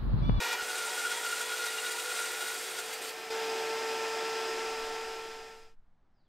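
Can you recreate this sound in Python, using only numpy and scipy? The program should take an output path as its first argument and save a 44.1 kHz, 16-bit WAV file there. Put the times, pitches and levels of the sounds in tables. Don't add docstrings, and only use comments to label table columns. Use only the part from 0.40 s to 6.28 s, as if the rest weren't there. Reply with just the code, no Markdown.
import sys
import numpy as np
from scipy import signal
from scipy.fft import rfft, irfft, next_fast_len
from scipy.io import wavfile
from scipy.ndimage import uniform_filter1d

SR = 44100
rng = np.random.default_rng(int(sys.argv[2]) if len(sys.argv) > 2 else 0)


def master(y):
    cut = np.clip(np.atleast_2d(y).T, -1, 1)
    pcm = np.round(cut * 32767)
    wavfile.write(sys.argv[1], SR, pcm.astype(np.int16))


def natural_amplitude(level_db):
    exponent = np.asarray(level_db, float) / 20
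    return 10 ** exponent


N = 259304
T = np.arange(N) / SR

TOOTH_HZ = 473
UNLOAD_S, UNLOADING_S = 2.22, 0.43
DRIFT_S = .98
FADE_FROM_S, FADE_TO_S, FADE_POWER = 3.77, 5.363, 1.21

# [t/s, 3rd multiple lift/dB, 6th multiple lift/dB, fibre lift/dB]
BITE_EVENTS = [(0.057, 3.5, 8.5, 0.8), (0.129, 2, 5.5, 5), (0.21, 5.5, 14, -1.5), (0.306, 5, 8.5, 3),
               (0.387, 6.5, 11.5, 3), (0.584, 5.5, 8, 1.5), (0.658, 9.5, 14.5, 0.5), (0.716, 9, 6, 5),
               (0.778, -2.5, 4.5, 2), (0.862, 6.5, 19, 2.5), (0.925, 8.5, 17, 3.5), (1.014, 11, 7, 5),
               (1.124, 6, 12, 1), (1.179, -6, 16, 3), (1.265, 5, 7, 6), (1.325, -4, 17, 0),
               (1.387, -3.5, 26, -1), (1.466, 8, 16, 4.5), (1.523, 3.5, 15, 5.5), (1.6, 11, 21, 3),
               (1.721, 4.5, 9, 0.5), (1.794, 2.5, 12, 2), (1.854, -1.5, 17.5, 0), (2.019, 5.5, 15.5, 3.5),
               (2.083, 7.5, 7, 1.5), (2.312, 5, 4, 1.5), (2.394, 13, 17, 6.5), (2.538, -13, 3.4, 6),
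               (2.645, 15, 4, 1), (2.692, 4, 4.4, 5)]
# [t/s, feed pressure/dB, grip of the teeth/dB]
HAND_FEED = [(0, 5, 1.5), (.142, 3.5, 4), (.168, -2.5, -4), (.222, 3, -3.5), (.23, -1, -2), (.45, 2, 1),
             (1.0, 1.5, -1.5), (1.2, 1, 2), (1.65, 0.5, -2.5), (1.8, 3, 1.5), (1.95, 0, -1), (2.1, 1, -5),
             (2.22, -1, -12.5), (2.545, -4, -16), (2.61, -12, -24), (2.62, -1, -23), (2.7, -6.5, -25),
             (2.74, -20, -23)]
# [t/s, width/s,
# level/dB]
LAP_SHIFTS = [(.02, 0.0085, 5.5), (.066, 0.017, 12.5), (.148, 0.016, 13), (.51, 0.037, 9.5),
              (.775, .045, 11), (1.04, 0.063, 8), (1.28, .03, 5), (1.56, .05, 7.5), (1.92, .04, 5)]
# [t/s, level/dB]
SCENE_CHANGES = [
    (.2245, -42),
    (2.9045, -50),
]
ENTERED_S, CLOSE_S = SCENE_CHANGES[0][0], SCENE_CHANGES[1][0]


def curves(table):
    s, *columns = np.transpose(table)
    gate = natural_amplitude(np.interp(T, [s[-1], s[-1] + .02], [0, -120]))
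    return [np.interp(T, s, column) for column in columns], gate


def unit(x):
    return x / np.sqrt(np.mean(x ** 2))


def noise(points, peaks=(), lo_hz=0, hi_hz=30000):
    f = np.arange(1, N // 2 + 2) * SR / N
    point_hz, point_db = np.array(points).T
    gain = natural_amplitude(np.interp(np.log(f), np.log(point_hz), point_db))
    for hz, width, db in peaks:
        gain = gain * natural_amplitude(db / (1 + (2 * (f - hz) / width) ** 2))
    in_band = (f > lo_hz) & (f < hi_hz)
    share = np.sum(gain[in_band] ** 2) / np.sum(gain ** 2)
    coloured = irfft(rfft(rng.standard_normal(N)) * gain, N)
    return unit(coloured) / np.sqrt(share)


def walk(rate):
    k = int(SR / rate)
    steps = np.repeat(rng.standard_normal(N // k + 1), k)
    return unit(uniform_filter1d(uniform_filter1d(steps, k), k)[:N])


def room(x, t60, wet_db):
    t = T[:SR // 2]
    tail = rng.standard_normal(len(t)) * np.exp(-np.log(1000) * t / t60) * (t > .003)
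    tail = natural_amplitude(wet_db) * tail / np.sqrt(np.sum(tail ** 2))
    return (x + signal.fftconvolve(x, tail)[:N]) / np.sqrt(1 + natural_amplitude(2 * wet_db))


def tone(hz):
    return 2 * np.pi * np.cumsum(hz) / SR


def ring(hz, db, wobble, flicker_db):
    level = np.sqrt(2) * natural_amplitude(db + flicker_db * walk(39.95))
    return level * np.sin(tone(hz * (1 + wobble * walk(30))))


def ramp(start_s, length_s):
    return np.clip((T - start_s) / length_s, 0, 1)


def swells(rows):
    coarse = T[::64]
    lift_db = sum(db * np.exp(-((coarse - s) / width) ** 2) for s, width, db in rows)
    return np.interp(T, coarse, lift_db)


def bites(column, width):
    return swells([(row[0], width, row[column]) for row in BITE_EVENTS])


def fade():
    turn = np.pi / 2 * ramp(FADE_FROM_S, FADE_TO_S - FADE_FROM_S)
    workshop = np.maximum(np.cos(turn), 0) ** FADE_POWER * (T < FADE_TO_S)
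    return workshop, np.sin(turn)


def teeth():
    # [level/dB, share of grip, share of shift, lift at entry/dB]
    multiples = [
        (-40, 0.92, -.9, 1.5),
        (-56, .5, 1.2, 4),
        (-55.5, .4, .9, 3),
        (-50.5, .3, -.4, -2.5),
    ]
    other_multiples = {5: -8, 7: -5, 8: -4, 9: -8, 10: -10}
    # [f/Hz, level re multiple/dB]
    near_3rd = [(1392, -2.5), (1465, -6)]
    # [f/Hz, level re multiple/dB]
    near_2nd = [(930, -3), (975, -4), (996, -5)]
    # [f/Hz, level re multiple/dB]
    near_4th = [(1925, -5), (1965, -2)]

    (_, grip_db), cutting = curves(HAND_FEED)
    shift_db = swells(LAP_SHIFTS)
    db3, db2, db4, db6 = (
        db + grip * grip_db + shift * shift_db + entry * (T < ENTERED_S)
        for db, grip, shift, entry in multiples)
    db3 = db3 + bites(column=1, width=0.02) - 5.0
    db6 = db6 + 0.81 * bites(column=2, width=0.011) - 6.0

    sag = .022
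    marks = np.array(BITE_EVENTS)[:, 0]
    slide_s = np.ravel([marks - .025, marks + .025], "F")
    slide = np.interp(T, slide_s, np.tile([sag, -sag], len(marks)))
    chatter = ring(3 * TOOTH_HZ * (1.011 + slide), db3, wobble=.01, flicker_db=1.2)
    chatter = chatter + ring(6 * TOOTH_HZ * (1 + .3 * slide), db6, wobble=.004, flicker_db=1.5)

    firm = [(2 * TOOTH_HZ, db2 - 5.0), (4 * TOOTH_HZ, db4 - 2.0)]
    firm += [(hz, db3 + db) for hz, db in near_3rd]
    firm += [(hz, db4 - 2.0 + db) for hz, db in near_4th]
    loose = [(hz, db2 - 6.5 + db) for hz, db in near_2nd]
    loose += [(k * TOOTH_HZ, (db4 + db6) / 2 + db) for k, db in other_multiples.items()]
    chatter = chatter + sum(ring(hz, db, wobble=.005, flicker_db=2.5) for hz, db in firm)
    chatter = chatter + sum(ring(hz, db, wobble=.007, flicker_db=4) for hz, db in loose)
    return cutting * room(chatter + singing_blade(), t60=.2, wet_db=-11)


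def singing_blade():
    # [t/s, width/s, f/Hz, level/dB]
    songs = [(1.5, .25, 1960, -51), (2.4, 0.28, 4600, -55), (1.1, 0.09, 3400, -51), (.75, 0.09, 3290, -54),
             (2, .3, 3800, -55.5), (2.3, .2, 4450, -60.5)]
    return sum(np.exp(-((T - s) / width) ** 2) * ring(hz, db, wobble=.003, flicker_db=3)
               for s, width, hz, db in songs)


def fibres():
    # [f/Hz, level per Hz/dB]
    rasp_colour = [(150, -55.5), (300, -25.5), (500, -7.5), (1100, -4), (2000, 0.5), (3500, -2), (5000, -2),
                   (6500, -4), (9000, -17), (16000, -45)]
    # [f/Hz, width/Hz, lift/dB]
    board_modes = [(525, 50, 4), (1220, 50, 4), (2125, 45, 6), (2460, 90, 5), (3400, 170, 5),
                   (3790, 120, 4), (3960, 60, 4), (4430, 60, 4), (5930, 120, 3)]
    # [f/Hz, level per Hz/dB]
    hiss_colour = [(3000, -40.5), (6000, -7), (7000, -2.5), (9000, 2), (10400, -7), (10900, -22),
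                   (14000, -37.5)]
    # [f/Hz, width/Hz, lift/dB]
    blade_modes = [(7030, 230, 7), (8650, 360, 5), (10300, 300, 5), (7620, 200, 7)]
    # [f/Hz, level per Hz/dB]
    dust_colour = [(6000, -24.5), (10000, -5), (11000, 3.5), (12500, 3), (14000, 0), (15000, -4),
                   (16000, -4.5)]
    # [t/s, width/s, level/dB]
    sprays = [
        (2.1, .12, 2.5),
        (2.66, 0.033, 2.5),
    ]

    (feed_db, _), cutting = curves(HAND_FEED)
    rasp_db = -44 + feed_db - 0.07 * swells(LAP_SHIFTS)
    hiss_db = .5 - .1 * feed_db - 6.5 * (T < ENTERED_S)
    dust_db = -10.5 - .5 * feed_db + swells(sprays)

    puff = unit(1 + .15 * np.cos(tone(TOOTH_HZ * (1 + .02 * walk(30)))))
    bite_db = .65 * bites(column=3, width=0.013)
    force = puff * natural_amplitude(rasp_db + bite_db - .6 + .3 * walk(65))
    rasp = natural_amplitude(-1.5 + 1.1 * walk(150)) * noise(rasp_colour, board_modes, 3300, 6000)
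    hiss = natural_amplitude(hiss_db - 0.64 + 0.96 * walk(200)) * noise(hiss_colour, blade_modes)
    dust = natural_amplitude(dust_db + 4.0 + 0.74 * walk(200))
    dust = dust * noise(dust_colour, [(12500, 400, 3), (13700, 300, 4)])
    return cutting * room(force * (rasp + hiss + dust), t60=0.15, wet_db=-12.5)


def board_end():
    # [f/Hz, level/dB]
    end_modes = [(775, -63), (1895, -47.5), (2385, -48), (2700, -65), (2907, -52), (3354, -66),
                 (3790, -59.5), (4390, -59), (4790, -63)]
    entering = (T < ENTERED_S) * natural_amplitude(np.interp(T, [.15, .19], [0, -6]))
    return entering * sum(ring(hz, db, wobble=0.0069, flicker_db=3.5) for hz, db in end_modes)


def blade_span():
    # [t/s, f/Hz, level/dB]
    span_hum = [(0, 492, -44.5), (.22, 492, -54), (.3, 493, -55), (1.5, 492.5, -53), (2.4, 497, -59),
                (2.72, 502, -52.5)]
    (hz, db), humming = curves(span_hum)
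    return humming * ring(hz, db, wobble=0.0041, flicker_db=2.5)


def squeaks():
    # [t/s, length/s, f/Hz, level/dB]
    rubs = [(0.008, 0.02, 935, -40), (.055, .018, 926, -37), (0.122, 0.03, 905, -40),
            (0.187, .016, 2905, -48), (2.065, .04, 1445, -41.5), (2.11, 0.037, 1465, -41),
            (2.622, .06, 3020, -50), (2.662, .045, 4520, -46.5), (2.75, 0.031, 1520, -54)]
    return sum(natural_amplitude(db) * np.exp(-((T - s) / length - .5) ** 4 * 16) * np.sin(2 * np.pi * hz * T)
               for s, length, hz, db in rubs)


def change_clicks():
    return sum(natural_amplitude(db) * np.exp(-np.maximum(T - s, 0) / .0009) * (T >= s) for s, db in SCENE_CHANGES)


def whirr():
    # [f/Hz, level per Hz/dB]
    guide_colour = [(5000, -26), (8000, -1), (10000, -6), (11000, -8.5), (12500, -4), (14000, -10),
                    (16000, -13)]
    far_db = -3.5 * (T < CLOSE_S)
    drift_db = -4 * DRIFT_S * ramp(CLOSE_S, DRIFT_S)
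    running = ramp(2.66, .06) ** 2 * fade()[0]
    level = natural_amplitude(-55 + far_db + drift_db - 2.0 + .6 * walk(20))
    return running * level * noise(guide_colour, [], 9000, 15500)


def fan():
    # [far/dB, lift at entry/dB, lift once unloaded/dB, close/dB, drift when close/dB per s]
    layers = [
        (-52, 4, 2, -44.5, 0),
        (-51, -0.5, 1.5, -37.5, -1),
        (-61.5, 10.5, 3, -45.5, .5),
        (-54.5, -0.5, -0.5, -50, 5),
        (-76, 1, 4, -67.5, 0.5),
    ]
    # [t/s, f/Hz]
    blade_rate = [(0, 441.5), (1.1, 441.2), (1.5, 443.3), (2.2, 445), (2.9, 446.6), (2.91, 447.6),
                  (5.4, 447.9)]
    upper_multiples = {4: -12, 6: -12, 11: -10, 12: -11.5}
    # [f/Hz, level per Hz/dB]
    roar_colour = [(100, -48.5), (250, -21.5), (345, -12.5), (450, -13.5), (520, -15.5), (900, -13.5),
                   (1300, -14.5), (1760, -14), (3000, -16), (4400, -20.5), (6500, -22.5), (9000, -30.5),
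                   (13000, -42.5), (16000, -47)]
    # [f/Hz, width/Hz, lift/dB]
    duct_modes = [(380, 40, 6), (587, 25, 7), (750, 90, 9), (810, 22, 7), (1600, 150, 4), (1802, 40, 8),
                  (2070, 60, 4), (2490, 170, 6), (2830, 60, 3), (3280, 70, 6), (3580, 30, 6),
                  (4180, 100, 4), (4890, 170, 7.5), (5090, 90, 4), (5280, 350, 4), (5800, 200, 3),
                  (7500, 500, 5)]
    # [f/Hz, level per Hz/dB]
    rumble_colour = [(15, -13.5), (30, -17), (60, -3), (110, -9), (160, -4.5), (230, -4), (300, -6),
                     (450, -35.5)]

    settling = np.exp(-T / .4)
    unloaded = ramp(UNLOAD_S, UNLOADING_S)
    drift_time = DRIFT_S * ramp(CLOSE_S, DRIFT_S)
    roar_db, *multiple_db, rumble_db = (
        np.where(T < CLOSE_S, far + entry * settling + free * unloaded, near + drift * drift_time)
        for far, entry, free, near, drift in layers)

    phase = tone(np.interp(T, *np.transpose(blade_rate)) * (1 + .00025 * walk(12)))
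    whine = sum(natural_amplitude(db + .5 * walk(25)) * np.sin(k * phase + k) for k, db in enumerate(multiple_db, 1))
    whine = whine + sum(natural_amplitude(multiple_db[2] + db + 1.7 * walk(30)) * np.sin(k * phase)
                        for k, db in upper_multiples.items())
    roar = room(noise(roar_colour, duct_modes, 600, 860), t60=.25, wet_db=-10)
    roar = natural_amplitude(roar_db - 1.33 + 0.14 * walk(9)) * roar
    rumble = natural_amplitude(rumble_db) * noise(rumble_colour, [(214, 18, 3.4)], 60, 290)
    workshop = fade()[0]
    return workshop * (np.sqrt(2) * whine + roar) + workshop ** .4 * rumble


def bird():
    # [t/s, length/s, start f/Hz, end f/Hz, level/dB]
    whistles = [
        (5.726, .078, 5780, 4440, -84),
        (5.8, .022, 4550, 3800, -86),
        (5.838, .05, 4150, 3000, -86),
    ]
    release_s = .005
    song = 0
    for s, length, hz, end_hz, db in whistles:
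        swell = ramp(s, min(.07, length * length / .08)) ** .9
        breath = swell * (1 - ramp(s + length - release_s, release_s))
        pitch = hz + (end_hz - hz) * ramp(s, length) ** .7
        song = song + breath * natural_amplitude(db) * np.sin(tone(pitch))
    return room(song, t60=.5, wet_db=3.0) * natural_amplitude(5)


def wind():
    # [f/Hz, level per Hz/dB]
    wind_colour = [(3, -21), (8, 6.5), (14, -1), (25, -3), (45, -23.5), (80, -36), (150, -53), (400, -75.5)]
    # [t/s, width/s, level/dB]
    gusts = [
        (4.35, .2, 17),
        (4.75, .3, 6),
        (5.4, .2, 6),
        (5.9, 0.28, -8.5),
    ]
    level = natural_amplitude(-59 + swells(gusts) + 1.6 * walk(6.1))
    return fade()[1] ** 2 * level * noise(wind_colour)


def traffic():
    # [f/Hz, level per Hz/dB]
    traffic_colour = [(35, -33.5), (60, -6), (86, -13), (125, -12), (148, -13.5), (500, -26.5),
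                      (730, -22.5), (1450, -27.5), (2600, -39), (4000, -42), (8500, -54), (10000, -69.5),
                      (16000, -84)]
    return fade()[1] * natural_amplitude(-74 + 0.62 * walk(4.86)) * noise(traffic_colour)


def scene():
    saw = teeth() + fibres() + board_end() + blade_span() + squeaks() + whirr()
    yard = bird() + wind() + traffic()
    mono = saw + change_clicks() + fan() + yard
    mono = mono * ramp(0, .004)
    return np.array([mono, mono])


def low_pass(x):
    return signal.sosfilt(signal.butter(12, 16390, fs=SR, output="sos"), x)


def record(dry):
    top_hz = 15730
    size = next_fast_len(N + SR)
    f = np.arange(size // 2 + 1) * SR / size
    passed = np.interp(f, [top_hz - 30, top_hz + 30], [1, 0]) ** 2
    mix = irfft(rfft(dry, size) * passed, size)[:, :N]
    return low_pass(mix)


dry = scene()
out = record(dry)
master(out)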